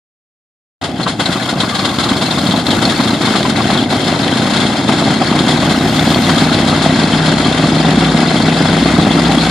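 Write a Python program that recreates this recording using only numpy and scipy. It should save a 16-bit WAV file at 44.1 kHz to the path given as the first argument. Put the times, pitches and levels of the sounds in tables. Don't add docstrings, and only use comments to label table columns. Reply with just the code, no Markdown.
import sys
import numpy as np
from scipy import signal
from scipy.fft import rfft, irfft
from scipy.io import wavfile

SR = 44100
rng = np.random.default_rng(int(sys.argv[2]) if len(sys.argv) > 2 else 0)


def store_pcm(level_fs):
    pcm = np.round(np.clip(level_fs, -1, 1) * 32767).astype(np.int16)
    wavfile.write(sys.argv[1], SR, np.atleast_2d(pcm).T)


N = 418950
TIME = np.arange(N) / SR
CYLINDER_COUNT, START_S = 14, 0.8135

# t/s, four-stroke cycle rate/Hz
CRANK_SPEED = [(0.8, 3.44), (1.2, 3.357), (1.9, 4.111), (2.3, 4.733), (3.0, 5.582), (4.2, 6.034),
               (6.0, 6.728), (7.1, 6.862), (7.8, 6.97), (8.5, 7.05), (9.45, 7.2)]
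# t/s, exhaust/dB, gas hiss/dB, blow-off puffs/dB
EFFORT = [(0.8, -13.5, -27.5, -36), (1.15, -16, -29.5, -34), (1.3, -15, -22.5, -25), (1.8, -15, -23.5, -23),
          (2.1, -13, -24, -16), (3.0, -12, -21, -20.5), (3.3, -12.5, -22, -17), (5.5, -11, -21.5, -18),
          (7.0, -12, -21, -20.5), (9.5, -11.5, -19.5, -26)]
# f/Hz, level/dB
RUMBLE_SPECTRUM = [(20, -56), (40, -59), (60, -16), (100, 1), (200, 4.5), (290, 3), (420, -11), (800, -8.5),
                   (2000, -56)]
# f/Hz, level/dB
GAS_SPECTRUM = [(40, -32), (150, -12.5), (450, -2.5), (1000, -0.5), (1500, 1), (1820, -3), (2150, -0.5),
                (2450, -7), (2930, -2), (3200, 0.5), (4200, -0.5), (5000, -5.5), (5900, -19), (6600, -11),
                (11000, -18), (13000, -118)]


def amp(db):
    return 10 ** (np.asarray(db) / 20)


def unit(x):
    return x / np.sqrt(np.mean(x ** 2) + 1e-20)


def curves(rows):
    times, *columns = np.transpose(rows)
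    return [np.interp(TIME, times, column) for column in columns]


def at_hz(points, hz):
    f, value = np.transpose(points)
    return np.interp(np.log(hz + 1), np.log(f + 1), value)


def clicks(times, sizes):
    return np.bincount(np.clip(np.round(times * SR).astype(int), 0, N), sizes, N + 1)[:N]


def ring(x, response):
    return signal.oaconvolve(x, response)[:N]


def add(mix, at_s, sound):
    part = mix[:, max(round(at_s * SR), 0):][:, :sound.shape[1]]
    part += sound[:, :part.shape[1]]


def swell(rise_s, fall_s, size=6000):
    t = TIME[:size]
    shape = (1 - np.exp(-t / rise_s)) * np.exp(-t / fall_s)
    return shape / shape.max()


def wander(hz):
    f = np.fft.rfftfreq(N, 1 / SR)
    return unit(irfft(rfft(rng.standard_normal(N)) * np.exp(-(f / hz) ** 2), N))


def turbulence(spectrum):
    # f/Hz, left-right correlation
    likeness = [(60, 0.98), (150, 0.99), (300, 0.94), (500, 0.88), (1000, 0.98), (2000, 0.56), (4000, 0.75),
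                (8000, -0.2)]
    hz = np.fft.rfftfreq(N, 1 / SR)
    mid, side = rfft(rng.standard_normal((2, N))) * amp(at_hz(spectrum, hz))
    alike = np.clip(at_hz(likeness, hz), -1, 1)
    mid, side = mid * np.sqrt(1 + alike), side * np.sqrt(1 - alike)
    return unit(irfft(np.array([mid + side, mid - side]), N))


def noise_band(hz, width_hz, envelope, alike=0.6):
    size = len(envelope)
    f = np.fft.rfftfreq(size, 1 / SR)
    mid, side = irfft(rfft(rng.standard_normal((2, size))) / (1 + (2 * (f - hz) / width_hz) ** 2), size)
    side = side * np.sqrt((1 - alike) / (1 + alike))
    return unit(np.array([mid + side, mid - side]) * envelope) * np.sqrt(np.mean(envelope ** 2))


def each_cycle(cycles, slots):
    angle = (np.arange(int(cycles[-1]) + 1)[:, None] + slots / CYLINDER_COUNT).ravel()
    return np.interp(angle, cycles, TIME, right=2 * TIME[-1])


def firings(cycles, jitter_s=0.00025, lead_s=0.0008, half_warm_s=3, warming_s=0.6):
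    # slot/(cycle/14), level/dB, change while cold/dB
    cylinders = [(0.03, -5.5, 5), (0.5, -7.5, 3), (1.17, -3.5, -2), (1.87, -8.5, -13), (3.2, -2, -9),
                 (4.23, -9, 9), (4.9, -10, -6), (6.13, -4, 0), (7.25, -9, -10), (9.03, -4.5, -7),
                 (9.4, -4, -2), (10.97, -10.5, 0), (12.23, -2.5, -1.5), (13.4, -8.5, -12)]
    slot, warm_db, cold_db = np.transpose(cylinders)
    times = each_cycle(cycles, slot)
    late, thump_luck, bark_luck = rng.standard_normal((len(times), 3)).T
    cold = 1 / (1 + np.exp((times - half_warm_s) / warming_s))
    strength_db = np.resize(warm_db, len(times)) + cold * np.resize(cold_db, len(times))
    return times + jitter_s * late - lead_s, strength_db, thump_luck, bark_luck


def stack_thump(size=4096):
    # f/Hz, level/dB
    stack_spectrum = [(25, -58), (45, -14.5), (62, -15.5), (100, -12), (160, -3.5), (240, 2.5), (310, -1.5),
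                      (410, -15.5), (520, -21.5), (700, -20), (1100, -26), (2500, -33.5), (8000, -62)]
    log_gain = np.log(amp(at_hz(stack_spectrum, abs(np.fft.fftfreq(size, 1 / SR)))))
    pulse = np.fft.ifft(np.exp(np.conj(signal.hilbert(log_gain)))).real[:size // 2]
    return -pulse / abs(pulse).max()


def exhaust(cycles, miss_db, thump_db=9.5, uneven_db=3.5, bark_db=-5, bark_spread_db=2.5,
            bark_follow=0.45, hollow_db=-17, hollow_fade_db_per_s=-1.0, miss_share=0.34):
    # t/s, thump/dB, bark/dB, rumble/dB
    warmth = [(0.8, -12, -3, -7.5), (1.6, -7.5, -10, -7.5), (2.8, -6, -6.5, -6.5), (3.2, -1.5, -1, -7),
              (5.0, -3.5, -3.5, -6.5), (7.0, -1, 0.5, -7.5), (9.5, -1.7, -0.5, -7)]
    # f/Hz, level/dB
    nacelle_modes = [(205, -17), (268, -6.5)]
    # f/Hz, level/dB
    bark_spectrum = [(40, -45), (150, -7), (400, 1.5), (560, -4), (720, 2), (980, -6), (1300, -8.5),
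                     (1800, -4.5), (2600, -8), (6000, -22.5), (14000, -75)]
    effort_db = curves(EFFORT)[0]
    firing_db = effort_db + miss_share * miss_db
    warm_thump_db, warm_bark_db, rumble_db = curves(warmth)
    times, strength_db, thump_luck, bark_luck = firings(cycles)
    pushes = clicks(times, amp(strength_db + uneven_db * np.minimum(thump_luck, 1.5)))
    pushes *= amp(firing_db + warm_thump_db + thump_db)
    thumps = ring(pushes, stack_thump())
    modes = sum(amp(db) * np.sin(2 * np.pi * hz * TIME[:6000]) for hz, db in nacelle_modes)
    nacelle_pushes = pushes * amp(hollow_db - warm_thump_db + hollow_fade_db_per_s * TIME)
    hollow = ring(nacelle_pushes, swell(0.0011, 0.013) * modes)
    bursts = clicks(times, amp(bark_follow * strength_db + bark_spread_db * np.minimum(bark_luck, 1)))
    bark_envelope = np.sqrt(abs(ring(bursts ** 2, swell(0.0004, 0.013) ** 2)))
    barks = bark_envelope * amp(firing_db + warm_bark_db + bark_db) * turbulence(bark_spectrum)
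    rumble = amp(effort_db + rumble_db) * turbulence(RUMBLE_SPECTRUM)
    return thumps + hollow + barks + rumble


def gas_hiss(miss_db, rush_db=-1.0, clatter_db=-3.5, flutter_db=2.0, flutter_hz=110, miss_share=0.49):
    # t/s, level/dB
    sizzle_level = [(0.8, -8), (2.5, -3), (5.2, -15.5), (6.1, 1.5), (7.2, -26), (9.5, -12)]
    # f/Hz, level/dB
    sizzle_spectrum = [(3000, -30), (4800, -30), (5800, 5), (6700, -1.5), (8500, 1), (11000, -8.5),
                       (14500, 11.5)]
    hiss_db = curves(EFFORT)[1] + miss_share * miss_db
    rush = amp(rush_db) * turbulence(GAS_SPECTRUM)
    sizzle = amp(curves(sizzle_level)[0]) * turbulence(sizzle_spectrum)
    flutter = amp(flutter_db * wander(flutter_hz))
    return amp(hiss_db) * (flutter * (rush + sizzle) + amp(clatter_db) * clatter())


def clatter(ring_s=0.007, width_hz=330, spread_db=2.2, count=1300):
    knocks, envelope = np.zeros((2, N)), swell(0.0029, ring_s, size=2048)
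    for when, pitch, luck in rng.random((count, 3)):
        hz = 1100 + 3900 * pitch
        knock_db = at_hz(GAS_SPECTRUM, hz) + spread_db * min(-np.log(1 - luck), 3)
        add(knocks, when * TIME[-1], amp(knock_db) * noise_band(hz, width_hz, envelope))
    return unit(knocks)


def blow_off(cycles, miss_db, level_db=-1.5, uneven_db=5.5, rise_s=0.0084, fall_s=0.016,
             tail_db=-13, tail_s=0.082, shrill_db=-5, flicker_db=3.5):
    # slot/(cycle/14), level/dB
    loud_cylinders = [(1.45, -0.5), (3.8, -9.5), (6.7, -4.5), (9.7, 0.5), (12.2, -3)]
    slot, strength_db = np.transpose(loud_cylinders)
    times = each_cycle(cycles, slot)
    luck = np.minimum(rng.standard_normal(len(times)), 1)
    sizes = amp(np.resize(strength_db, len(times)) + uneven_db * luck)
    puffs = clicks(times, sizes) * amp(curves(EFFORT)[2] + miss_db + level_db) * (TIME > START_S)
    shape = swell(rise_s, fall_s, size=10000) + amp(tail_db) * swell(rise_s, tail_s, size=10000)
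    envelope = np.sqrt(abs(ring(puffs ** 2, (shape / shape.max()) ** 2)))
    jet = turbulence(GAS_SPECTRUM) * amp(flicker_db * np.clip(wander(9.9), -1.5, 0.5))
    shrill = amp(shrill_db) * noise_band(hz=3800, width_hz=1000, envelope=np.ones(N))
    return envelope * unit(jet + shrill)


def pops(thump_db=-1, bang_db=-3, bark_db=-7, bark_width_hz=520, open_cycles=0.04, crack_db=0.5,
         boom_db=-14):
    # t/s, thump and boom/dB, crack, bark and bang/dB, pitch/Hz
    hard_firings = [(0.826, -20, -27, 750), (0.891, -13, -34, 700), (0.996, -8, -20.5, 794),
                    (1.063, -8, -12, 1137), (1.194, -7, -17, 760), (1.253, -10, -36, 600),
                    (1.292, -6, -31, 732), (1.356, -6.5, -18.5, 1100), (1.417, -12, -33, 750),
                    (1.481, -14, -27, 1350), (1.527, -7, -22, 735), (1.558, -12, -36, 700),
                    (1.571, -20, -20.5, 670), (1.597, -12, -30, 910), (1.633, -12, -15, 1110),
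                    (1.742, -12, -33, 900), (1.790, -12, -23, 1100), (1.824, -12, -35, 750),
                    (1.844, -14, -26, 800), (1.876, -8, -18.5, 1190), (1.984, -3.5, -21, 1040),
                    (2.062, -6, -19.5, 676), (2.113, -3, -18.5, 1200), (2.160, -5.5, -23, 750),
                    (2.215, -10, -19, 676), (2.284, -9, -22, 800), (2.373, -5.5, -19, 810),
                    (2.434, -6, -23, 900), (2.492, -5, -27, 750), (2.537, -5.5, -14.5, 820),
                    (2.578, -9, -33, 700), (2.658, -6, -33, 750), (2.686, -4.5, -18, 770),
                    (2.730, -5, -16, 870), (2.770, -7, -26, 750), (2.823, -9, -18, 746),
                    (2.845, -7, -31, 700), (2.876, -8, -25, 800), (2.998, -3.5, -16, 1230),
                    (3.102, -19, -21, 910), (3.275, -12, -15, 1090), (3.352, -5.5, -13.5, 1170),
                    (3.450, -6.5, -15, 990), (3.602, -13, -13.5, 1160), (3.699, -9, -11.5, 740),
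                    (3.751, -14, -20, 1110), (4.889, 0, -12.5, 640), (5.019, -16, -16, 685),
                    (5.057, -3, -23, 778), (5.100, -18, -20, 910), (5.215, -28, -14, 750),
                    (5.324, -13, -15.5, 910), (5.628, -5, -16, 670), (6.116, -6, -17, 820),
                    (6.16, -2, -20, 720), (6.290, -5, -12, 660), (6.421, -10, -17, 700),
                    (6.726, -8, -16, 620), (6.902, -14, -18, 654), (7.637, -4, -16, 640),
                    (7.846, -4, -13.5, 740), (8.144, -18, -16, 676), (8.229, -19, -14.5, 756),
                    (8.905, -2, -23, 670), (8.986, 0, -17, 767), (9.068, -1.5, -15, 610)]
    # f/Hz, level/dB
    bang_spectrum = [(40, -35), (150, -6), (450, -4), (750, -2), (1150, 9), (1500, 1), (2100, -7),
                     (3000, -2), (6000, -31), (10000, -48), (13000, -80)]
    times, push_db, gas_db, pitch_hz = np.transpose(hard_firings)
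    speeds = np.interp(times, *np.transpose(CRANK_SPEED))
    barks, bang_envelope = np.zeros((2, N)), np.zeros((2, N))
    front = swell(0.002, 0.0043)
    for at, db, hz, speed in zip(times, gas_db, pitch_hz, speeds):
        open_s = open_cycles / speed
        crack = amp(crack_db) * front * np.sin(2 * np.pi * hz * TIME[:len(front)])
        bark = amp(bark_db) * noise_band(hz, bark_width_hz, swell(0.0032, open_s), alike=0.8)
        add(barks, at, amp(db) * (crack + bark))
        add(bang_envelope, at, amp(db + bang_db) * swell(0.0066, open_s)[None])
    pushes = clicks(times, amp(push_db))
    thumps = amp(thump_db) * ring(pushes, stack_thump())
    booms = amp(boom_db) * ring(pushes, swell(0.0045, 0.024)) * turbulence(RUMBLE_SPECTRUM)
    return thumps + booms + barks + bang_envelope * turbulence(bang_spectrum)


def chuffs(rise_s=0.0083, tail_db=-18, tail_s=0.02, spit_width_hz=600, spit_s=0.0083):
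    # t/s, peak/dB, fade/s, spit pitch/Hz, spit against puff/dB
    smoke_puffs = [(0.835, -18.5, 0.021, 3900, -8), (1.003, -23.5, 0.026, 3500, -3),
                   (1.029, -26, 0.01, 4190, 8.5), (1.075, -16.5, 0.033, 3800, -2),
                   (1.194, -14, 0.022, 3450, -8), (1.256, -16.5, 0.011, 3970, 4.5),
                   (1.322, -16.5, 0.011, 3600, -4), (1.42, -21, 0.019, 3700, -9),
                   (1.487, -16.5, 0.02, 3620, -4), (1.601, -15, 0.016, 3770, 4),
                   (1.69, -23, 0.013, 3500, -5), (1.748, -22, 0.018, 4150, 1), (1.789, -21, 0.012, 4140, 3),
                   (1.848, -15.5, 0.012, 3780, 0.5), (1.89, -24, 0.014, 3700, 1),
                   (1.992, -16, 0.018, 3900, -5), (2.036, -18.5, 0.011, 4020, 4.5),
                   (2.088, -18, 0.013, 3700, -3), (2.21, -18, 0.023, 3900, -5),
                   (2.258, -22, 0.012, 4150, 3), (2.309, -20, 0.011, 3700, 5),
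                   (2.379, -20, 0.0089, 3900, 0), (2.467, -22, 0.0089, 4400, 2),
                   (2.516, -21, 0.01, 3720, 0), (2.56, -23.5, 0.024, 3900, 5),
                   (2.704, -16.5, 0.0083, 3740, 5), (2.817, -15, 0.013, 3520, -5),
                   (2.894, -21, 0.01, 3720, 0), (3.034, -22.5, 0.008, 4070, 2),
                   (3.073, -18.5, 0.011, 3480, 2), (3.6, -30, 0.009, 3700, -1),
                   (3.9, -19.5, 0.014, 3800, -3), (4.879, -18, 0.024, 3630, 1)]
    spits, power = np.zeros((2, N)), np.zeros((1, N))
    for at, db, fall_s, hz, spit_db in smoke_puffs:
        puff = swell(rise_s, fall_s) + amp(tail_db) * swell(rise_s, tail_s)
        add(power, at, (amp(db) * puff[None] / puff.max()) ** 2)
        add(spits, at, amp(db + spit_db) * noise_band(hz, spit_width_hz, swell(0.0037, spit_s)))
    return spits + np.sqrt(power) * turbulence(GAS_SPECTRUM)


def misfires(cycles, reach_cycles=0.15):
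    # t/s, dip/dB
    misses = [(0.915, -8), (0.965, -4), (1.14, -15), (1.55, -8), (2.63, -11), (3.18, -9), (3.528, -11.5),
              (3.872, -16), (4.695, -9), (4.85, -9), (5.175, -5), (5.79, -5)]
    return sum(db / (1 + ((cycles - np.interp(at, TIME, cycles)) / reach_cycles) ** 8)
               for at, db in misses)


def starter(waver=0.025):
    # t/s, f/Hz, level/dB
    run_down = [(1.55, 1263, -58), (1.7, 1192, -25), (2.0, 1062, -29), (2.3, 954, -55)]
    hz, db = curves(run_down)
    turns = np.cumsum(hz * (1 + waver * wander(86))) / SR
    spinning = (TIME > run_down[0][0]) * (TIME < run_down[-1][0])
    return amp(db) * wander(70) * np.sin(2 * np.pi * turns) * spinning


def clacks(level_db=-2, width_hz=800, ring_s=0.0041, edge_db=-5):
    # t/s, level/dB, f/Hz
    knocks = [(1.603, -16, 3710), (1.986, -11.5, 3500), (2.034, -13, 4020), (2.306, -16, 4080),
              (2.509, -9, 3550), (2.667, -7.5, 3900), (2.852, -6, 4210), (3.255, -15, 3760),
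              (3.429, -12, 3630), (3.775, -9.5, 3670), (4.279, -12, 3200), (4.595, -25, 3680),
              (5.39, -9, 3300), (5.994, -8.5, 3570), (6.103, -10, 3750), (6.145, -9, 3190),
              (6.545, -10, 3620), (6.696, -16, 3600), (8.01, -11, 3670)]
    rings, envelope = np.zeros((2, N)), swell(0.0004, ring_s)
    for at, db, hz in knocks:
        add(rings, at, amp(db) * noise_band(hz, width_hz, envelope))
    times, knock_db, _ = np.transpose(knocks)
    edges = ring(clicks(times, amp(knock_db + edge_db)), envelope) * turbulence(GAS_SPECTRUM)
    return amp(level_db) * (rings + edges)


def drone(cycles, waver_db=3.0):
    # multiple of the cycle rate, level/dB
    harmonics = [(9, -21.5), (14, -23), (23, -12.5), (33, -17.5)]
    # t/s, level/dB
    firming = [(0.8, -26), (4.7, -34), (5.6, -2.5), (8, 5)]
    tones = sum(amp(db + waver_db * wander(3.6)) * np.sin(2 * np.pi * k * cycles) for k, db in harmonics)
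    return tones * amp(curves(EFFORT)[0] + curves(firming)[0])


def propeller(x, cycles, blades=3, turns_per_cycle=1.125, flash_db=9.0, between_db=-1.5, shade_db=-7.0,
              full_speed_hz=8.0):
    # f/Hz, share
    chopped_share = [(100, 0.08), (170, 0.35), (260, 0.48), (450, 0.57), (580, 1), (850, 0.82),
                     (1100, 0.12), (1600, 0.023)]
    flash_at, shade_lag, width = 0.45, 0.38, 0.15
    passage = blades * turns_per_cycle * cycles - flash_at
    flash, shade = (np.exp(-(((passage - lag + 0.5) % 1 - 0.5) / width) ** 2) for lag in (0, shade_lag))
    depth = np.minimum(curves(CRANK_SPEED)[0] / full_speed_hz, 1) ** 5.3
    chop_db = depth * (between_db + flash_db * flash + shade_db * shade)
    chopped = irfft(rfft(x) * at_hz(chopped_share, np.fft.rfftfreq(N, 1 / SR)), N)
    return x + chopped * (amp(chop_db) - 1)


def cowling_and_ground(x):
    # f/Hz, width/Hz, gain/dB
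    bands = [(365.4, 22, 4), (409, 24, -1), (680, 356, 3.5), (1796, 74, -6), (2100, 280, 0.5),
             (2395, 170, -5), (2925, 113, -12.5), (3300, 200, 1), (3880, 280, -4), (4310, 210, 1),
             (4690, 150, -6), (5280, 350, 3.5), (6730, 1150, 2.5)]
    f = np.fft.rfftfreq(N, 1 / SR)
    colour_db = sum(db / (1 + (2 * (f - hz) / width) ** 2) for hz, width, db in bands)
    return irfft(rfft(x) * amp(colour_db), N)


def scene(crank_start_cycles=-0.404, skip_s=0.02, onset_s=0.00076):
    # t/s, shift/cycles
    skips = [(7.3, -0.0435), (9.25, 0.087)]
    steady = crank_start_cycles + np.cumsum(curves(CRANK_SPEED)[0]) / SR
    cycles = steady + sum(shift * np.clip((TIME - at) / skip_s, 0, 1) for at, shift in skips)
    miss_db = misfires(cycles)
    running = exhaust(cycles, miss_db) + drone(steady) + gas_hiss(miss_db) + blow_off(cycles, miss_db)
    engine = propeller(running, cycles) + pops() + chuffs() + clacks() + starter()
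    return cowling_and_ground(engine) * np.clip((TIME - START_S) / onset_s, 0, 1)


def record(dry, low_cut_hz=46, high_cut_hz=11500, edge_hz=14700):
    # f/Hz, left minus right/dB
    balance = [(60, 1), (130, 0.3), (290, 0.6), (640, 0), (1410, 5.7), (3100, 4.5), (6820, 0), (15000, 16)]
    lean_db = at_hz(balance, np.fft.rfftfreq(2 * N, 1 / SR))
    heard = irfft(rfft(dry, 2 * N) * amp(np.array([lean_db, -lean_db]) / 2))[:, :N]
    heard = signal.sosfilt(signal.butter(4, low_cut_hz, "highpass", fs=SR, output="sos"), heard)
    clipped = heard / (1 + heard ** 12) ** (1 / 12)
    dulled = signal.sosfilt(signal.butter(6, high_cut_hz, fs=SR, output="sos"), clipped)
    steep_low_pass = signal.firwin(511, edge_hz, window=("kaiser", 9), fs=SR)
    return signal.oaconvolve(dulled, steep_low_pass[None], "same")


dry = scene()
out = record(dry)
store_pcm(out)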